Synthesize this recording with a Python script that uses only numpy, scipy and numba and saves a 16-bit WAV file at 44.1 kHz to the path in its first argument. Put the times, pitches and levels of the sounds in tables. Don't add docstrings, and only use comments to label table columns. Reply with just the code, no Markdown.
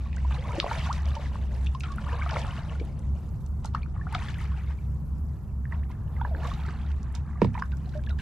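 import sys
import numpy as np
from scipy import signal
from scipy.fft import rfft, irfft
from scipy.io import wavfile
from scipy.ndimage import uniform_filter1d
from numba import njit

SR = 44100
rng = np.random.default_rng(int(sys.argv[2]) if len(sys.argv) > 2 else 0)


def undo_db(level):
    steps = np.asarray(level, float) / 20
    return 10 ** steps


def unload_wav(signal):
    wavfile.write(
        sys.argv[1],
        SR,
        np.round(np.clip(np.atleast_2d(signal).T, -1, 1) * 32767).astype(np.int16),
    )


N = 362061
OPPOSITE = np.array([[1], [-1]])


def unit(x):
    return x / np.sqrt(np.mean(x ** 2))


def curve(table):
    return np.interp(np.arange(N) / SR, *np.transpose(table))


def walk(rate):
    hold = int(SR / rate)
    steps = np.repeat(rng.standard_normal(N // hold + 1), hold)
    return 1.3 * uniform_filter1d(uniform_filter1d(steps, hold), hold)[:N]


def band(x, lo_hz, hi_hz):
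    return signal.sosfilt(signal.butter(2, [lo_hz, min(hi_hz, 20000)], "band", fs=SR, output="sos"), x)


def pan(db):
    return undo_db(np.array([db, -db]) / 2)


def add(out, s, sound, side_db):
    i = int(round(s * SR))
    out[:, i:i + sound.shape[-1]] += (sound * pan(side_db)[:, None])[:, :N - i]


def humps(rows, rest_db):
    t = np.arange(0, N + 64, 64) / SR
    power = undo_db(2 * rest_db)
    for s, db, rise, fall in rows:
        tens_down = np.where(t < s, (s - t) / max(rise, 1e-3), (t - s) / max(fall, 1e-3))
        power = power + undo_db(2 * db - 20 * tens_down)
    return np.interp(np.arange(N) / SR, t, 10 * np.log10(power))


@njit
def ring(rows, n):
    out = np.zeros((2, n))
    for r in rows:
        start, left, w, phase = int(r[0] * SR), 10 ** (r[6] / 40), 2 * np.pi * r[2] / SR, 0.
        glide = 2 ** (r[3] / SR)
        fade = 1000 ** (-1 / (r[5] * SR))
        swell = np.exp(-1 / (r[4] * SR + 1))
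        a, gap = r[1], 1.
        for i in range(start, min(n, start + int((r[5] + 3 * r[4]) * SR))):
            phase += w
            w = min(w * glide, 2.8)
            gap *= swell
            a *= fade ** (1 - gap)
            v = a * (1 - gap) * np.sin(phase)
            out[0, i] += v * left
            out[1, i] += v / left
    return out


# (frequency [Hz], level per Hz [dB])
ROAD_COLOUR = [(15, -52), (30, 5.5), (50, 7.5), (100, 8.5), (220, -9.5), (260, -12.5), (600, -25.5),
               (1000, -24.5), (1400, -32.5), (2200, -52), (3200, -57.5), (7500, -53), (13000, -62.5),
               (15700, -80.5)]


def road():
    hz = np.maximum(np.arange(N // 2 + 1) * SR / N, 1)
    colour_hz, colour_db = np.transpose(ROAD_COLOUR)
    colour = undo_db(np.interp(np.log(hz), np.log(colour_hz), colour_db))
    mid, side = rfft(rng.standard_normal((2, N))) * colour
    side = side * np.clip(.1 + 12 / hz + hz / 5000, 0, 1)
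    lean = pan(-4. * np.clip(hz / 9300.0, 0, 1))
    hum = unit(irfft(lean * [mid + side, mid - side], N))
    return undo_db(-35.5 + 1.0 * walk(3.76)) * hum


# (time [s], level [dB])
INSECT_LEVEL = [
    (0.0, -95),
    (0.91, -82),
    (2.81, -83.5),
    (3.45, -75),
    (3.86, -90),
    (5.19, -75),
    (5.56, -78),
    (6.52, -74),
    (6.75, -86),
    (8.21, -75),
]


def insects():
    hiss = unit(band(rng.standard_normal((2, N)), 10600, 13800))
    rasp_db = 2.3 * walk(120) + 1.3 * walk(4.5)
    return undo_db(curve(INSECT_LEVEL) - 0.5 + rasp_db) * hiss * pan(-2.0)[:, None]


# (frequency [Hz], width [Hz], level [dB])
ENGINE_ORDERS = [
    (135.46, 12.4, -43),
    (159.75, 15.5, -45.5),
    (211.4, 28.7, -49.5),
    (297.7, 17, -66.5),
]
# (time [s], peak level [dB])
ENGINE_SWELLS = [(.28, -25.5), (.849, -32), (1.09, -25), (1.42, -28.5), (1.67, -25), (2.02, -30),
                 (2.22, -29), (2.78, -31), (3.13, -27.5), (3.57, -31.5), (3.82, -30.5), (4.51, -27),
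                 (4.72, -29.5), (4.93, -32), (5.24, -30), (5.6, -32.5), (5.85, -31.5), (6.33, -26),
                 (6.67, -28), (6.939, -29), (7.2, -34.5), (7.5, -30.5), (7.75, -30.5), (8.115, -27.5)]


def engine():
    firing_hz, lull_db, fade_s = 68.77, -39, .15
    level_db = humps([(s, db, fade_s, fade_s) for s, db in ENGINE_SWELLS], lull_db)
    phase = 2 * np.pi * firing_hz * np.cumsum(1 + 0.0344 * walk(14)) / SR
    out = np.sqrt(2) * undo_db(level_db + 2.2 * walk(18)) * np.sin(phase)
    for hz, width, db in ENGINE_ORDERS:
        out = out + undo_db(db) * unit(band(rng.standard_normal(N), hz - width / 2, hz + width / 2))
    return out


# (time [s], peak level [dB], frequency [Hz])
TICK_DROPS = [(0.129, -35.5, 2500), (0.1641, -42, 6300), (0.3226, -32.5, 2530), (0.5183, -47.0, 7980),
              (0.553, -43.0, 6300), (0.7276, -47.5, 10000), (1.056, -40, 5000), (1.1572, -44, 3000),
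              (1.6463, -55, 8000), (1.96, -47, 9900), (2.0375, -53, 8000), (2.393, -39, 6330),
              (2.4672, -42.5, 6300), (2.851, -53.5, 10000), (2.9922, -48.0, 8000), (3.291, -56, 6300),
              (3.462, -46.5, 6400), (3.739, -45, 3200), (4.1256, -43, 8950), (4.1908, -46, 6300),
              (4.3025, -47, 6300), (4.3426, -32, 2500), (4.3838, -48.5, 10000), (4.414, -47.5, 10000),
              (5.914, -49, 5000), (6.2114, -41, 2400), (6.4432, -47.0, 6300), (6.5484, -54, 6300),
              (6.6632, -49, 6300), (6.9173, -45.5, 4000), (7.0303, -48, 6300), (.0853, -46, 2500),
              (7.125, -52.0, 10000), (1.7989, -44, 9000), (8.1889, -43, 4000), (7.5039, -50, 2100),
              (7.597, -45, 5000), (7.77, -49.0, 6300), (7.9753, -48, 4970), (8.037, -41, 3200),
              (8.064, -41, 3200)]


def ticks():
    out, t = np.zeros((2, N)), np.arange(int(0.026 * SR)) / SR
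    shape = np.exp(-t / 0.0017) + .12 * np.exp(-t / .008)
    for s, db, hz in TICK_DROPS:
        mid, side, where = rng.standard_normal((3, len(t)))
        click = unit(band(mid + 0.33 * side * OPPOSITE, 0.69 * hz, 1.18 * hz))
        add(out, s, undo_db(db - 3.5) * click * shape, 2.5 * where[0] - hz / 2500)
    return out


# (time [s], level [dB])
HULL_KNOCKS = [
    (7.417, -17.5),
    (7.446, -29),
]
# (frequency [Hz], level [dB], t60 [s])
HULL_MODES = [(104.8, -6, 0.54), (134, -3, 0.36), (172, -3, 0.213), (192, 4.5, 0.19), (240, -10.5, 0.38),
              (278, 3.5, 0.071), (415, 8, 0.024), (462, -1.5, 0.038), (950, 2.5, 0.025),
              (1400, -9.5, 0.023), (1890, -8, 0.017), (2300, -4.5, 0.01), (2800, -7.5, 0.0076)]


def knock():
    rows = []
    for s, db in HULL_KNOCKS:
        for hz, mode_db, t60 in HULL_MODES:
            size = undo_db(db + mode_db + 2.17 * rng.standard_normal())
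            rows.append((s + 0.59 / hz, size, hz, 0., 0.31 / hz, t60, -4.))
    return ring(np.array(rows), N)


# (time [s], peak level [dB], frequency [Hz], half width [s])
STEM_SNAP = (.60112, -5.5, 3500, .00013)


def stem_snap():
    out = np.zeros((2, N))
    s, db, hz, width = STEM_SNAP
    t = np.arange(-40, 40) / SR
    pulse = np.exp(-.5 * (t / width) ** 2) * np.cos(2 * np.pi * hz * t + .3)
    add(out, s + t[0], undo_db(db) * pulse, 1.5)
    return out


# (time [s], left minus right [dB])
PADDLE_SIDE = [
    (0, -0.5),
    (5, 2),
    (5.6, -2),
    (8.21, -2),
]


def paddle_side(s):
    return np.interp(s, *np.transpose(PADDLE_SIDE))


# (time [s], peak level [dB], frequency [Hz])
WATER_SLAPS = [(.784, -28, 3600), (0.928, -30.5, 5250), (1.1518, -32, 4370), (1.662, -33, 3600),
               (1.749, -38.5, 4100), (1.805, -33.5, 5500), (1.8348, -29, 3280), (1.9187, -37, 4740),
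               (2.2922, -31, 3220), (2.309, -33, 3870), (2.4145, -34.5, 3770), (2.797, -35.5, 3200),
               (3.645, -36, 5750), (3.656, -32, 6600), (3.7477, -32.5, 3460), (4.1249, -40, 3820),
               (4.1474, -26.5, 3770), (4.285, -38, 3430), (6.4712, -36, 5400), (6.5364, -38, 4600),
               (7.1507, -31, 5500), (7.4165, -30, 3500), (7.445, -31.5, 3720), (7.5423, -44, 3350),
               (7.718, -41, 3240), (7.8913, -43.5, 4650), (8.0924, -37, 3830)]


def slaps():
    out, t = np.zeros((2, N)), np.arange(int(.06 * SR)) / SR
    shape = (1 - np.exp(-t / 0.00023)) * (np.exp(-t / 0.0032) + 0.17 * np.exp(-t / 0.011))
    for s, db, hz in WATER_SLAPS:
        rumble = rng.standard_normal((2, len(t))).cumsum(axis=0)
        fizz = unit(band(band(rumble, 0.5 * hz, 1.31 * hz), 100, 2.0 * hz))
        add(out, s, undo_db(db - 8.0) * fizz * shape, paddle_side(s) + 3 * rng.standard_normal())
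    return out


# (time [s], peak level [dB], start frequency [Hz], rise [octaves/s], length [s])
POCKET_GLUGS = [
    (0.58, -25, 319, 5.4, 0.014),
    (0.887, -26.5, 647, 33.8, 0.037),
    (3.813, -54, 1750, 99, 0.013),
    (7.951, -34.5, 603, 0.29, 0.055),
    (2.811, -33.5, 278, 3.1, 0.016),
    (6.681, -39, 385, 1.5, 0.02),
]


def glugs():
    out = np.zeros((2, N))
    for s, db, hz, rise, length in POCKET_GLUGS:
        swelling = min(.05 + 0.015 * rise, 0.68)
        t = np.arange(int(length * SR)) / SR
        swell = np.sin(np.pi / 2 * np.interp(t, [0, swelling * length, length], [0, 1, 0]))
        tone = np.sin(2 * np.pi * hz * np.cumsum(2 ** (rise * t)) / SR)
        add(out, s, undo_db(db) * swell * tone, paddle_side(s))
    return out


# (time [s], peak level [dB], frequency [Hz])
BURSTING = [(.309, -26, 1130), (.643, -12, 670), (.712, -17, 1320), (1.259, -31, 1980), (1.356, -23, 1020),
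            (1.807, -27, 2560), (2.361, -17.5, 1220), (2.367, -18.5, 910), (2.369, -18.5, 2100),
            (2.448, -25, 1260), (2.696, -33, 2840), (3.861, -35, 1350), (4.148, -23, 2110),
            (4.285, -32.5, 3350), (5.654, -30.5, 1745), (6.349, -25.5, 1570), (6.688, -26, 1540),
            (7.624, -15.5, 1530), (7.579, -27.5, 2060)]
# (time [s], peak level [dB], frequency [Hz], rise [octaves/s])
RINGING = [(.169, -33, 1490, 16), (.66, -28, 566, 7), (.664, -21.5, 1030, 0), (1.668, -30.5, 2470, 44),
           (1.838, -29.5, 1390, -1), (1.983, -23.5, 1400, -5), (2.084, -28, 980, 8), (2.091, -30, 1660, 31),
           (2.221, -23.5, 2110, 25), (.717, -26, 605, 3.5), (2.298, -24, 1210, 105), (2.368, -18, 570, 0),
           (1.195, -30, 557, -4), (3.648, -26, 824, 17), (3.748, -13.5, 1077, 69), (3.831, -35, 2300, 20),
           (3.963, -35, 1120, 24), (4.068, -26.5, 1200, 63), (4.148, -25.5, 2990, 81),
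           (4.15, -16.5, 1334, -14), (4.284, -30, 1720, 4), (4.541, -37, 1457, -15),
           (5.723, -27.5, 1805, 32), (6.211, -29, 1500, -8), (6.249, -26, 1530, 35.5),
           (6.25, -21.5, 950, 6), (6.515, -24.5, 1170, -8.5), (7.621, -18, 1090, -6), (8.188, -35, 1674, 8)]
# (time [s], peak level [dB], frequency [Hz], t60 [s], rise [octaves/s])
HELD_UNDER_WEEDS = [(.248, -29, 950, 0.033, 10), (.38, -35.5, 482, 0.15, 5), (.446, -32.5, 1007, 0.061, 15),
                    (.713, -20, 890, 0.039, 7), (1.165, -27.5, 913, 0.055, -1.5),
                    (1.749, -26, 1040, 0.041, 2), (1.848, -35, 1350, 0.07, -6), (1.9, -34, 1150, 0.11, -2),
                    (2.065, -29.5, 1040, 0.039, 33), (2.123, -34, 950, 0.13, 5),
                    (2.125, -35.5, 481, 0.11, -0.5), (2.262, -23, 1225, 0.024, 8),
                    (2.81, -29, 399, 0.047, 27), (4.012, -35.5, 1690, .035, 11),
                    (4.15, -25.5, 732, 0.059, 0.5), (5.83, -44.5, 1500, 0.031, 98),
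                    (5.742, -46, 2180, 0.025, 58), (6.214, -21.5, 880, 0.029, 13),
                    (6.449, -29.5, 1015, 0.052, 20.5), (6.31, -33.5, 690, 0.11, -6.5),
                    (6.345, -36, 560, .07, -4), (6.29, -43, 766, .05, -1), (.565, -26.5, 770, .02, 21),
                    (7.551, -25, 957, 0.041, 6), (7.575, -28.5, 843, 0.04, 13),
                    (7.724, -41, 1580, 0.034, -6), (8.1, -39, 1550, 0.091, -12)]
# (time [s], peak level [dB], frequency [Hz])
BLADE_TRICKLE = [(.06, -41, 1090), (.34, -39, 1030), (.353, -37, 1015), (.366, -38.5, 1680),
                 (.371, -37, 1210), (.491, -30, 984), (.503, -31, 950), (.508, -30.5, 1240),
                 (.526, -36, 1340), (.578, -24.5, 538), (.606, -30, 1260), (.628, -27, 1070),
                 (.66, -31, 595), (.862, -31.5, 1070), (.87, -30.5, 1420), (1.113, -38, 1220),
                 (1.139, -40, 1120), (1.164, -35, 554), (1.22, -36, 1030), (1.266, -39, 1680),
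                 (1.861, -39, 1130), (1.88, -38, 1090), (1.886, -35, 1400), (1.918, -38, 1165),
                 (2.103, -35.5, 1020), (2.117, -34, 1210), (2.126, -35, 1550), (2.146, -35, 1590),
                 (2.191, -31, 1080), (2.227, -28, 1210), (2.261, -31, 688), (2.294, -34, 870),
                 (2.312, -33, 633), (2.313, -30, 1030), (2.322, -32, 1420), (2.331, -27, 825),
                 (2.462, -34, 1280), (2.489, -37, 1410), (2.526, -36, 1010), (2.584, -39, 1280),
                 (2.713, -38.5, 1080), (2.753, -36.5, 1420), (3.648, -34, 1320), (3.994, -38, 1080),
                 (4.068, -37, 727), (4.123, -30.5, 880), (4.179, -37, 690), (4.224, -39, 1250),
                 (4.246, -38, 1470), (4.357, -41, 1590), (4.409, -36, 1260), (4.447, -42, 1210),
                 (4.516, -43, 1420), (4.518, -39, 1065), (5.72, -37.5, 1036), (5.746, -41, 1080),
                 (5.901, -39, 980),
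                 (6.197, -35.5, 1250), (6.418, -37, 830), (6.432, -35, 1680), (6.572, -40, 780),
                    (6.651, -35, 1330), (6.695, -34, 1210), (7.148, -43, 1240), (7.356, -40, 1160),
                    (7.59, -30.5, 950), (7.734, -36.5, 1450), (7.871, -43, 726), (8.092, -43, 640)]
# (time [s], peak level [dB], frequency [Hz])
FALLING_DROPLETS = [(.13, -36, 2370), (.181, -37, 1930), (.323, -40, 2890), (.344, -32.5, 4000),
                    (.392, -37, 3250), (.424, -36, 2020), (.52, -33, 2240), (.663, -34, 2540),
                    (.729, -30, 2310), (.812, -32, 3010), (.841, -34, 3790), (.927, -35, 5200),
                    (1.106, -37, 3490), (1.668, -30.5, 3470), (1.807, -39, 5300), (1.84, -35, 3100),
                    (2.081, -41, 2670), (2.214, -26, 1510), (2.293, -31, 2890), (2.309, -32, 5200),
                    (2.416, -34, 3400), (2.509, -32.5, 2930), (2.578, -35, 2800), (2.799, -38, 2300),
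                    (3.657, -37, 5400), (3.675, -41, 4180), (3.831, -42, 4310), (4.183, -34, 2370),
                    (4.193, -35, 1840), (4.385, -37, 1940), (4.417, -45, 2890), (4.609, -43, 1920),
                    (4.674, -42.5, 2150), (4.787, -45, 2300), (5.915, -42, 2070), (6.076, -55, 2890),
                    (6.165, -38.5, 2000), (6.215, -41, 3360), (6.502, -36, 3320), (6.538, -35, 3820),
                    (6.6, -42, 3270), (6.666, -38, 2020), (7.543, -46, 3060), (7.622, -40, 5050),
                    (7.858, -44, 4080), (7.923, -48, 4030), (7.938, -41, 1520), (7.992, -43.5, 1590),
                    (8.064, -39, 3360), (8.072, -35.5, 1670), (8.089, -39, 2760), (8.1, -43, 1930),
                    (8.108, -36, 3830)]


def bubbles():
    # (s, peak dB, Hz, t60 s, octaves per s); the smallest die after a set count of cycles
    events = [(s, db, hz, 0.0086, 10) for s, db, hz in BURSTING]
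    events += [(s, db, hz, .018, rise) for s, db, hz, rise in RINGING]
    events += HELD_UNDER_WEEDS
    events += [(s, db, hz, 38 / hz, 4.0) for s, db, hz in BLADE_TRICKLE]
    events += [(s, db, hz, 39 / hz, 5.9) for s, db, hz in FALLING_DROPLETS]
    rows = [(s, undo_db(db), hz, rise, 0.00033 + .035 * t60, t60, paddle_side(s)) for s, db, hz, t60, rise in events]
    return ring(np.array(rows), N)


def grains(per_s, mid_hz, octaves, cycles, spread_db, rise, wide_db, side_db):
    c = rng.random((int(N / SR * 2000), 7))
    c = c[c[:, 4] < per_s / 2000]
    at = (c[:, 0] * (N - 1)).astype(int)
    hz = mid_hz[at] * 2 ** (octaves * (c[:, 1] + c[:, 5] - 1))
    t60 = cycles / hz * 2 ** (2 * c[:, 6] - 1)
    size = undo_db(-spread_db * np.log(1 - c[:, 2]).clip(-3, 0))
    where = side_db[at] + wide_db * (2 * c[:, 3] - 1)
    return unit(ring(np.stack([at / SR, size, hz, rise * c[:, 3] / t60, 2 / hz, t60, where], axis=1), N))


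def wash(lo_hz, hi_hz, patchy_db, wide):
    mid, side = band(rng.standard_normal((2, N)), lo_hz, hi_hz)
    return unit(undo_db(patchy_db * walk(40)) * (mid + wide * side * OPPOSITE))


# (peak time [s], level [dB], rise per 10 dB [s], fall per 10 dB [s], brightness [dB])
BLADE_PULLS = [(.09, -56.5, 4, 1.25, 3), (.305, -45.5, -0.02, 0.18, 3), (.56, -39, 0.07, -0.03, -21),
               (.72, -44.5, 0.34, 0.28, 6.5), (.92, -44, 0.38, 0.16, 3.5), (1.18, -45.5, 0.12, 0.32, 2),
               (1.57, -54, 0.06, 0.1, 4), (1.845, -47, 0.02, 0.3, 1.5), (2.08, -45, 0.1, 0.19, -1.5),
               (2.19, -47, 0.12, 0.09, 3), (2.3, -37.5, 0.13, 0.2667, 1), (2.8, -54.5, 0, 0.35, -1.5),
               (4.14, -44, 0.025, 0.09, -0.5), (4.225, -46, 0.04, 0.0666, 5.5),
               (4.29, -48.5, 0.0044, 0.1146, 5.5), (4.4, -49.5, 0.05, 0.0944, 6.5),
               (4.54, -52.5, 0.48, 0.13, -5), (4.62, -56, 0.17, 0.13, 3.5), (6.03, -55.5, 0.3, 0.2, -38),
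               (6.28, -45, 0.1, 0.3, -7), (6.44, -45.5, 0.0466, 0.35, 2.5),
               (6.76, -48.5, 0.33, -0.05, -0.5), (6.92, -53.5, 0.14, -0.6, 2), (7.27, -53, .5, 0.4, -23.5),
               (7.95, -55, 0.15, 0.06, 0), (7.87, -60, 0.2, -0.4, 2), (8.05, -57, 0, -0.3, 7),
               (8.11, -56, 0.01, -0.7, 9.5), (8.19, -50, 0.004, 0.2, 9)]
# (time [s], level [dB], brightness [dB])
SINGLE_SPLASHES = [
    (1.662, -68, 3),
    (3.646, -45.5, -2.5),
    (3.75, -43, -11),
    (3.95, -45.5, -12),
    (5.72, -47.5, -6),
    (5.901, -52.5, 2.5),
    (7.149, -51.5, 7),
    (7.421, -43.5, 2.5),
    (7.551, -44, -18),
    (7.59, -43.5, 0.5),
]
# (time [s], level [dB], fade per 10 dB either side [s])
SPRAY_FLICKS = [
    (1.62, -67.5, 1.7),
    (1.83, -71, 1.8),
    (3.1, -75, 3.5),
    (4.8, -73.5, 1.5),
    (7.72, -67.5, 0.5),
]


def stir():
    pulls = BLADE_PULLS + [(s, db, 0.0078, 0.034, bright) for s, db, bright in SINGLE_SPLASHES]

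    def layer(under_db, tilt):
        return [(s, db + under_db + tilt * bright, rise, fall) for s, db, rise, fall, bright in pulls]

    flicks = [(s, db, fade, fade) for s, db, fade in SPRAY_FLICKS]
    gurgle_db = humps(layer(0, 0), -70.5)
    slosh_db = humps(layer(-8.5, 1), -77.5)
    spray_db = humps(layer(-20.5, 1.3) + flicks, -83)
    return gurgle_db, slosh_db, spray_db


# (time [s], frequency [Hz])
GURGLE_PITCH = [(0, 735), (.3, 950), (.6, 677), (.95, 1104), (1.5, 623), (1.83, 1246), (2.1, 865),
                (2.25, 1160), (2.4, 656), (2.55, 1226), (2.8, 498), (3.7, 1102), (4.7, 1483), (6.2, 950),
                (6.35, 528), (6.5, 1114), (8.21, 1276)]


def water():
    gurgle_db, slosh_db, spray_db = stir()
    side_db = paddle_side(np.arange(N) / SR)
    big = grains(650, curve(GURGLE_PITCH), 1.1, 28, 3.2, .7, 1.5, side_db)
    small = grains(900, np.full(N, 2300.), 1.1, 22, 3.6, .6, 4., side_db + 1.5)
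    mist = grains(700, np.full(N, 6800.), 1., 24, 4.0, .5, 10., side_db - 6)
    crackle = grains(220, np.full(N, 3600.), 1.3, 6, 3.5, .3, 4., side_db)
    spit = grains(200, np.full(N, 8000.), .8, 6, 4., .3, 10., side_db - 6)
    gurgle = big + .25 * wash(290, 1300, 4., .15)
    slosh = small + .28 * crackle + .36 * wash(1500, 5500, 4., .45)
    spray = mist + .5 * spit + .35 * wash(4500, 11000, 4., .8) * pan(-4.)[:, None]
    clump_db = 2.0 * walk(30)
    fine = undo_db(slosh_db + 0.5) * slosh + undo_db(spray_db - 5.0) * spray
    return undo_db(gurgle_db - 2.5 + 1.48 * clump_db) * gurgle + undo_db(clump_db) * fine


def scene():
    near = knock() + stem_snap() + slaps() + glugs() + bubbles() + water()
    t = np.arange(int(.08 * SR)) / SR
    blur = rng.standard_normal((2, len(t))) * np.exp(-t / 0.02) * (t > .001)
    near = near + undo_db(-36.5) * signal.fftconvolve(near, blur, axes=1)[:, :N]
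    return road() + insects() + engine() + ticks() + near


def top_cut(x):
    return signal.sosfilt(signal.butter(12, 15690, fs=SR, output="sos"), x)


def record(dry):
    left = np.append(dry[0, :1], dry[0, :-1])
    return top_cut(np.array([left, dry[1]]))


dry = scene()
out = record(dry)
unload_wav(out)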